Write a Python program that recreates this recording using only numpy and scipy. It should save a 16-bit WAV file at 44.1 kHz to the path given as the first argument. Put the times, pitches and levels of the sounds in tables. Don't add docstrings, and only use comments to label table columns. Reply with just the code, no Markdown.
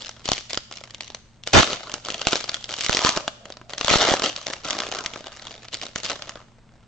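import sys
import numpy as np
from scipy import signal
from scipy.fft import rfft, irfft, next_fast_len
from scipy.io import wavfile
from scipy.ndimage import uniform_filter1d

SR = 44100
rng = np.random.default_rng(int(sys.argv[2]) if len(sys.argv) > 2 else 0)


def generate_wav(sig):
    pcm = np.round(np.clip(np.atleast_2d(sig).T, -1, 1) * 32767).astype(np.int16)
    wavfile.write(sys.argv[1], SR, pcm)


N = 302967

# start_s, treble_db (over 5 ms), body_db (relative to the treble)
CREASE_SNAPS = [(0.0924, -30, -7), (0.256, -28.5, -8), (0.2883, -20, -4), (0.3173, -15, -7.5),
                (0.3324, -18.5, -23), (0.3799, -26.5, -14.5), (0.5318, -22.5, -8.5), (0.5449, -25.5, -15),
                (0.5741, -19.5, -7), (0.7126, -37.5, 2), (0.725, -35.5, -6.5), (0.7713, -34.5, -29),
                (0.8122, -47, 8), (0.838, -35, -5.5), (0.907, -37.5, -19), (0.9462, -31, -27),
                (1.0072, -26, -12.5), (1.0791, -36.5, -23), (1.102, -36, -4), (1.1472, -28.5, -10),
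                (1.436, -35, -19.5), (1.4737, -21.5, -7), (1.533, -18.5, 1), (1.6305, -19, 4),
                (1.7307, -21.5, -3), (1.896, -33, -1), (1.9168, -31.5, -17), (1.94, -21.5, -4.5),
                (2.0499, -30, -16), (2.0853, -28, 2.5), (2.1026, -22.5, -9), (2.1434, -25, -5),
                (2.2163, -22, -8), (2.27, -13, -2), (2.2836, -22.5, -5), (2.3235, -21, -4),
                (2.3308, -15.5, 1), (2.356, -18, -3), (2.441, -26.5, -6.5), (2.4929, -19.5, -12.5),
                (2.543, -19.5, -14.5), (2.6419, -26.5, -24), (2.6918, -30, -6), (2.7394, -24, -14),
                (2.7857, -28.5, -10), (2.8081, -21, -24), (2.8458, -22.5, -12.5), (2.8633, -20, -9),
                (2.8944, -20, -0.5), (2.9286, -17, -8), (2.948, -16.5, -8.5), (2.9699, -15, -10.5),
                (2.991, -19.5, -8.5), (3.0178, -24, 0), (3.048, -13, -11.5), (3.0611, -18, -2.5),
                (3.071, -18.5, -3.5), (3.0913, -13, -9.5), (3.1634, -24, -4), (3.1736, -20.5, 2),
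                (3.2789, -20.5, -0.5), (3.455, -37.5, -0.5), (3.5024, -39, 6), (3.5226, -34, -11),
                (3.5699, -40, -0.5), (3.6142, -52, 13.5), (3.6954, -38, 1), (3.7347, -27.5, -5),
                (3.7808, -23.5, -9.5), (3.8109, -20.5, -3), (3.846, -19.5, -10.5), (3.8814, -15, -1),
                (3.9381, -19, 7), (3.9576, -21, 1), (4.087, -21, 5.5), (4.1382, -17, 5),
                (4.1962, -25, -2.5), (4.2206, -21.5, -3), (4.363, -24.5, -22.5), (4.4673, -23, -6),
                (4.5344, -25, -4.5), (4.6473, -32, -8.5), (4.7067, -18, -23), (4.7873, -23, -9),
                (4.8024, -21, -5), (4.9156, -26.5, -7), (4.9488, -27.5, 0), (4.989, -28, -3),
                (5.0611, -20.5, -11), (5.1362, -31.5, -17), (5.1588, -37.5, 8.5), (5.269, -33.5, 0.5),
                (5.4691, -32.5, -10), (5.684, -35.5, -9), (5.743, -23, -20), (5.8147, -28, -14),
                (5.834, -30.5, -3.5), (5.8659, -32, -6), (5.959, -23.5, -2.5), (6.0335, -28.5, -9),
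                (6.0983, -25.5, -3), (6.2218, -28.5, -9), (6.2936, -28.5, -5), (6.3559, -40, 7)]
# start_s, length_s, crinkle_db, body_db (relative to the crinkle)
FINGER_SQUEEZES = [(0.0, .062, -37.5, -9.5), (0.12, 0.18, -54.5, -0.5), (0.25, .12, -34, -10),
                   (0.5, .05, -37, -13), (0.72, 0.074, -44.5, -9.5), (0.81, 0.24, -55.5, -1),
                   (1.012, .045, -45.5, -11.5), (1.095, 0.055, -52.5, -1), (1.465, .06, -39.5, -5.5),
                   (1.63, 0.093, -29.5, -2), (1.76, .2, -44, 2), (2.045, 0.37, -37.5, -3),
                   (2.28, 0.11, -30.5, -6.5), (2.48, 0.1, -40.5, -2), (2.57, 0.11, -46, -6),
                   (2.69, .11, -37.5, -6), (2.805, 0.083, -30, -12), (2.91, 0.096, -29, -5),
                   (3.036, 0.048, -22.5, -8.5), (3.13, 0.041, -34.5, 0), (3.445, .09, -53, 1.5),
                   (3.7, .045, -43, -2), (3.78, 0.054, -37, -6.5), (3.858, .025, -30, -5),
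                   (4.15, .06, -35.5, 3.5), (4.36, 0.083, -42, -1.5), (4.465, .07, -37.5, -0.5),
                   (4.65, 0.087, -32, -0.5), (4.76, 0.11, -38, 1.5), (4.92, .14, -38.5, 2.5),
                   (5.13, 0.2, -46.5, 1.5), (5.32, 0.22, -44, -2.5), (5.58, 0.081, -49.5, -1),
                   (5.725, 0.026, -36.5, -8), (5.822, 0.0067, -35.5, -1.5), (5.96, 0.026, -36, -6.5),
                   (6.04, 0.056, -30.5, -10), (6.1, 0.017, -32.5, -1), (6.19, 0.13, -49, 2),
                   (6.35, 0.043, -57.5, 9)]
# start_s, length_s, rasp_db, body_db (relative to the rasp)
SEAM_RIPS = [(1.536, 0.071, -12, -6.5), (3.891, 0.071, -16.5, -6), (3.995, .042, -18, -2.5),
             (4.048, 0.083, -21.5, -1.5), (4.236, 0.023, -20.5, -4)]
# start_s, relative_level_db
LOW_THUMPS = [(0.2906, -25.5), (0.3189, -21.5), (0.575, -31.5), (1.5488, -12.5), (1.5697, -10),
              (1.6006, -11), (2.2708, -19), (2.8963, -15.5), (3.0499, -17), (3.171, -27), (3.8483, -28),
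              (3.9134, -19.5), (3.9586, -10.5), (4.021, -29), (4.118, -18.5), (4.661, -39), (5.137, -44),
              (5.9598, -31)]
# peak_s, pitch_hz, width_hz, level_db
POUCH_OPENINGS = [(3.07, 1074, 300, -25), (3.24, 623, 110, -44.5), (3.47, 600, 160, -48),
                  (3.75, 621, 130.5, -45.5), (4.041, 1310, 400, -28), (5.0, 1298, 400, -38.5)]
# frequency_hz, density_db
FACET_SPECTRUM = [(150, -38), (900, -13), (1500, -8), (2100, -1.5), (2650, -3), (2850, 2.5), (4000, 1),
                  (6100, -1.96), (7300, -6.5), (8300, -21)]
# frequency_hz, density_db
BODY_SPECTRUM = [(40, -14.5), (130, -11), (330, -2.5), (460, -3), (590, 2.5), (760, -1), (950, -4),
                 (1320, -0.5), (1750, -8), (3000, -14.5), (8000, -48)]
# frequency_hz, density_db
OVERLOAD_SPECTRUM = [(20, -15), (90, 0), (190, -5), (370, -6), (1000, -5.5), (2000, -12.5), (5000, -35.5)]
# frequency_hz, t60_s
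ROOM_DECAY = [(150, 0.43), (700, 0.51), (3000, 0.68), (8000, 0.66)]
# frequency_hz, density_db
AMBIENT_SPECTRUM = [(20, -3), (65, -2.5), (130, -5), (220, -9), (320, -15), (1500, -23.5), (8000, -36.5)]
# pitch_hz, level_db
HUM_TONES = [(119, -59.5), (226, -64)]

STAGE_S, LEAD_DB, TRAIL_DB = .0035, -22, -12
POPS_PER_S, POP_OVER_DB, POP_SPREAD_DB, POP_CAP_DB = 22, 5.5, 1.5, -27
SNAP_THUMP_DB = -21
REST_DB = -71
OPEN_RISE_DB_PER_S, OPEN_FALL_DB_PER_S, OPEN_SAG_HZ_PER_S = 138, 152, 400
TOP_HZ = 8500


def buckling_clicks(count, spectrum, t60_s, ring_db, ring_t60_s, uneven_db, coherence):
    t = np.arange(SR // 40) / SR
    decay_s = t60_s * np.exp(0.19 * rng.standard_normal((count, 1, 1)))
    onset = 1 - np.exp(-t / 0.0004)
    envelope = onset * (amp(-60 * t / decay_s) + amp(ring_db - 60 * t / ring_t60_s))
    bursts = stereo_noise(count, len(t), coherence) * envelope
    hz = np.geomspace(400, TOP_HZ, num=30)
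    resonant = [coloured(b, np.c_[hz, uneven_db * rng.standard_normal(len(hz))]) for b in bursts]
    clicks = coloured(np.array(resonant), spectrum)
    energy = np.sum(np.mean(clicks ** 2, axis=1, keepdims=True), axis=2, keepdims=True)
    return clicks / np.sqrt(energy / (SR / 200))


def crease_snaps(creases):
    cracks = buckling_clicks(len(creases), FACET_SPECTRUM, t60_s=0.0055,
                             ring_db=-29, ring_t60_s=0.059, uneven_db=2.5, coherence=0.61)
    knocks = buckling_clicks(len(creases), BODY_SPECTRUM, t60_s=0.0047,
                             ring_db=-22.5, ring_t60_s=0.048, uneven_db=2.5, coherence=0.99)
    gaps_s = STAGE_S * (.5 + rng.random((len(creases), 2)))
    out = np.zeros((2, N))
    for k, (start_s, treble_db, body_db) in enumerate(creases):
        add(out, start_s, amp(treble_db) * cracks[k] + amp(treble_db + body_db) * knocks[k])
        add(out, start_s - gaps_s[k, 0], amp(treble_db + LEAD_DB) * cracks[k - 1])
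        add(out, start_s + gaps_s[k, 1], amp(treble_db + TRAIL_DB) * cracks[k - 2])
    return out


def lesser_creases(work_db, body_db):
    chance = rng.random((int(POPS_PER_S * N / SR), 3))
    at = (chance[:, 0] * (N - 1)).astype(int)
    treble_scatter_db, body_scatter_db = POP_SPREAD_DB * (2 * chance[:, 1:].T - 1)
    treble_db = np.minimum(work_db[at] + POP_OVER_DB, POP_CAP_DB) + treble_scatter_db
    return np.c_[at / SR, treble_db, body_db[at] + body_scatter_db]


def crackle(rate_per_s, spread_db, voices):
    onsets = np.flatnonzero(rng.random(N) < rate_per_s / SR)
    sizes = amp(spread_db * np.clip(rng.standard_normal(N), -2, 2))[onsets]
    picks = rng.integers(len(voices), size=N)[onsets]
    out = np.zeros((voices.shape[1], N))
    for i, size, pick in zip(onsets, sizes, picks):
        add(out, i / SR, size * voices[pick])
    pairs = out.reshape(-1, 2, N)
    power = uniform_filter1d(uniform_filter1d(np.mean(pairs ** 2, axis=1), size=1100), size=1100)
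    floor = np.mean(power, axis=1, keepdims=True) / 100
    return pairs / np.sqrt(np.abs(power) + floor)[:, None]


def crinkle(work_db, body_db):
    rate_per_s = np.minimum(240 * amp(.7 * (work_db + 40)), 6000)
    cracks = buckling_clicks(80, FACET_SPECTRUM, t60_s=0.0036,
                             ring_db=-16, ring_t60_s=0.018, uneven_db=4.0, coherence=0.49)
    knocks = buckling_clicks(80, BODY_SPECTRUM, t60_s=0.0059,
                             ring_db=-14, ring_t60_s=0.066, uneven_db=4.0, coherence=1.0)
    bright, dull = crackle(rate_per_s, spread_db=8.5, voices=np.concatenate([cracks, knocks], axis=1))
    slide = unit(coloured(stereo_noise(1, N, coherence=0.63)[0], FACET_SPECTRUM))
    rub = unit(coloured(stereo_noise(1, N, coherence=0.99)[0], BODY_SPECTRUM))
    treble = amp(-0.5) * bright + amp(-7) * slide
    body = amp(-1) * dull + amp(-9.5) * rub
    ripping = np.clip((work_db + 25) / 20, 0, 1)
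    darker = signal.sosfiltfilt(signal.butter(1, 6200, fs=SR, output="sos"), treble)
    treble = (1 - ripping) * treble + ripping * amp(1) * darker
    return amp(work_db) * (treble + amp(body_db) * body)


def flexing(sound, depth_db):
    spectra = signal.stft(sound, nperseg=512)[2]
    across_bands = uniform_filter1d(rng.standard_normal(spectra.shape[1:]), size=4, axis=0)
    drift = unit(uniform_filter1d(across_bands, size=12, axis=1))
    return signal.istft(spectra * unit(amp(depth_db * drift)), nperseg=512)[1][:, :N]


def stroke_levels(strokes, t, attack_s, release_s, arch_db):
    start_s, length_s, level_db, _ = np.transpose(strokes)[:, :, None]
    progress = np.clip((t - start_s) / length_s, 0, 1)
    arch = np.sin(np.pi * progress) - 2 / np.pi
    early_s, late_s = np.maximum(start_s - t, 0), np.maximum(t - start_s - length_s, 0)
    return level_db + arch_db * arch - 20 * (early_s / attack_s + late_s / release_s)


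def hand_effort():
    t = np.arange(0, N, SR // 1000) / SR
    squeezes = stroke_levels(FINGER_SQUEEZES, t, attack_s=.017, release_s=.09, arch_db=1)
    rips = stroke_levels(SEAM_RIPS, t, attack_s=.006, release_s=.07, arch_db=2)
    levels_db = np.vstack([squeezes, rips])
    work_db = np.maximum(levels_db.max(axis=0), REST_DB)
    body_db = np.vstack([FINGER_SQUEEZES, SEAM_RIPS])[levels_db.argmax(axis=0), -1]
    return [np.interp(np.arange(N) / SR, t, curve) for curve in (work_db, body_db)]


def pouch_resonance():
    t = np.arange(-SR // 4, SR // 4) / SR
    swell = amp(np.minimum(OPEN_RISE_DB_PER_S * t, -OPEN_FALL_DB_PER_S * t))
    out = np.zeros((2, N))
    for peak_s, pitch_hz, width_hz, level_db in POUCH_OPENINGS:
        rasp = stereo_noise(2, len(t), coherence=1.0)
        real, imag = signal.lfilter(*signal.butter(2, width_hz / SR), rasp)
        cycles = np.cumsum(pitch_hz - OPEN_SAG_HZ_PER_S * t) / SR
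        band = np.real((real + 1j * imag) * np.exp(2j * np.pi * cycles))
        add(out, peak_s + t[0], amp(level_db) * swell * unit(band))
    return out


def low_thumps(lean_db):
    t = np.arange(SR // 40) / SR
    rise = t / 0.00022
    rebound = 0.093 * np.exp(-t / 0.0062) * (1 - np.exp(-rise))
    pulse = rise * np.exp(1 - rise) - rebound
    out = np.zeros((2, N))
    thumps = list(LOW_THUMPS) + [(s + 0.0012, db + SNAP_THUMP_DB) for s, db, _ in CREASE_SNAPS]
    for (start_s, level_db), side in zip(thumps, rng.choice([-1, 1], len(thumps))):
        hardness = np.clip((level_db + 44) / 14, 0, 1)
        pan = unit(amp(side * hardness * lean_db * np.array([[1], [-1]])))
        add(out, start_s - .0008, -amp(level_db + 14.5) * pan * pulse)
    return out


def overload_rumble(work_db, level_db, exponent):
    noise = unit(coloured(rng.standard_normal((2, N)), OVERLOAD_SPECTRUM))
    return amp(level_db + exponent * (work_db + 11.5)) * noise


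def room_reverberation(sound, tail_db, echo_db):
    hz, t, spectra = signal.stft(rng.standard_normal((2, SR // 2)), SR, nperseg=256)
    decay = amp(-60 * t / along(ROOM_DECAY, hz)[:, None])
    tail = signal.istft(spectra * decay, SR, nperseg=256)[1]
    tail[:, :SR // 300] = 0
    response = amp(tail_db) * tail / np.linalg.norm(tail[0])
    for channel in response:
        delays_s = rng.uniform(0.0022, 0.011, size=6)
        channel[(delays_s * SR).astype(int)] += amp(echo_db) * rng.choice([-1, 1], len(delays_s))
    return signal.fftconvolve(sound, response, axes=1)[:, :N]


def background():
    t = np.arange(N) / SR
    hum = sum(amp(db) * np.sqrt(2) * np.sin(2 * np.pi * (hz * t + rng.random())) for hz, db in HUM_TONES)
    air = unit(coloured(stereo_noise(1, N, coherence=0.79)[0], AMBIENT_SPECTRUM))
    return amp(-54.5) * air + hum


def amp(db):
    return 10 ** (np.asarray(db) / 20)


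def unit(x):
    return x / np.sqrt(np.mean(x ** 2) + 1e-20)


def along(points, hz):
    frequencies, values = np.transpose(points)
    return np.interp(np.log(hz + 1), np.log(frequencies), values)


def coloured(x, spectrum):
    n = x.shape[-1]
    half = next_fast_len(n)
    cepstrum = irfft(np.log(amp(along(spectrum, np.fft.rfftfreq(2 * half, 1 / SR)))))
    cepstrum[1:half] *= 2
    cepstrum[half + 1:] = 0
    return irfft(rfft(x, 2 * half) * np.exp(rfft(cepstrum)))[..., :n]


def stereo_noise(count, size, coherence):
    noise = rng.standard_normal((count, 3, size))
    return np.sqrt(coherence) * noise[:, :1] + np.sqrt(1 - coherence) * noise[:, 1:]


def add(track, start_s, sound):
    i = int(np.clip(round(start_s * SR), 0, N - 1))
    track[:, i:i + sound.shape[-1]] += sound[:, :N - i]


def scene():
    work_db, body_db = hand_effort()
    snaps = crease_snaps(np.vstack([CREASE_SNAPS, lesser_creases(work_db, body_db)]))
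    crinkling = flexing(crinkle(work_db, body_db), depth_db=2.0)
    left, right = snaps + crinkling + pouch_resonance()
    foil = np.array([amp(-0.42) * left, amp(-0.84) * np.roll(right, 1)])
    low = low_thumps(lean_db=13) + overload_rumble(work_db, level_db=-9, exponent=4.7)
    return foil + room_reverberation(foil, tail_db=-14, echo_db=-31) + low + background()


def record(dry):
    rounded = dry / (1 + (dry / .78) ** 4) ** (1 / 4)
    size = next_fast_len(N + SR // 4)
    hz = np.fft.rfftfreq(size, 1 / SR)
    return irfft(rfft(rounded, size) / np.sqrt(1 + (hz / TOP_HZ) ** 90), size)[:, :N]


dry = scene()
out = record(dry)
generate_wav(out)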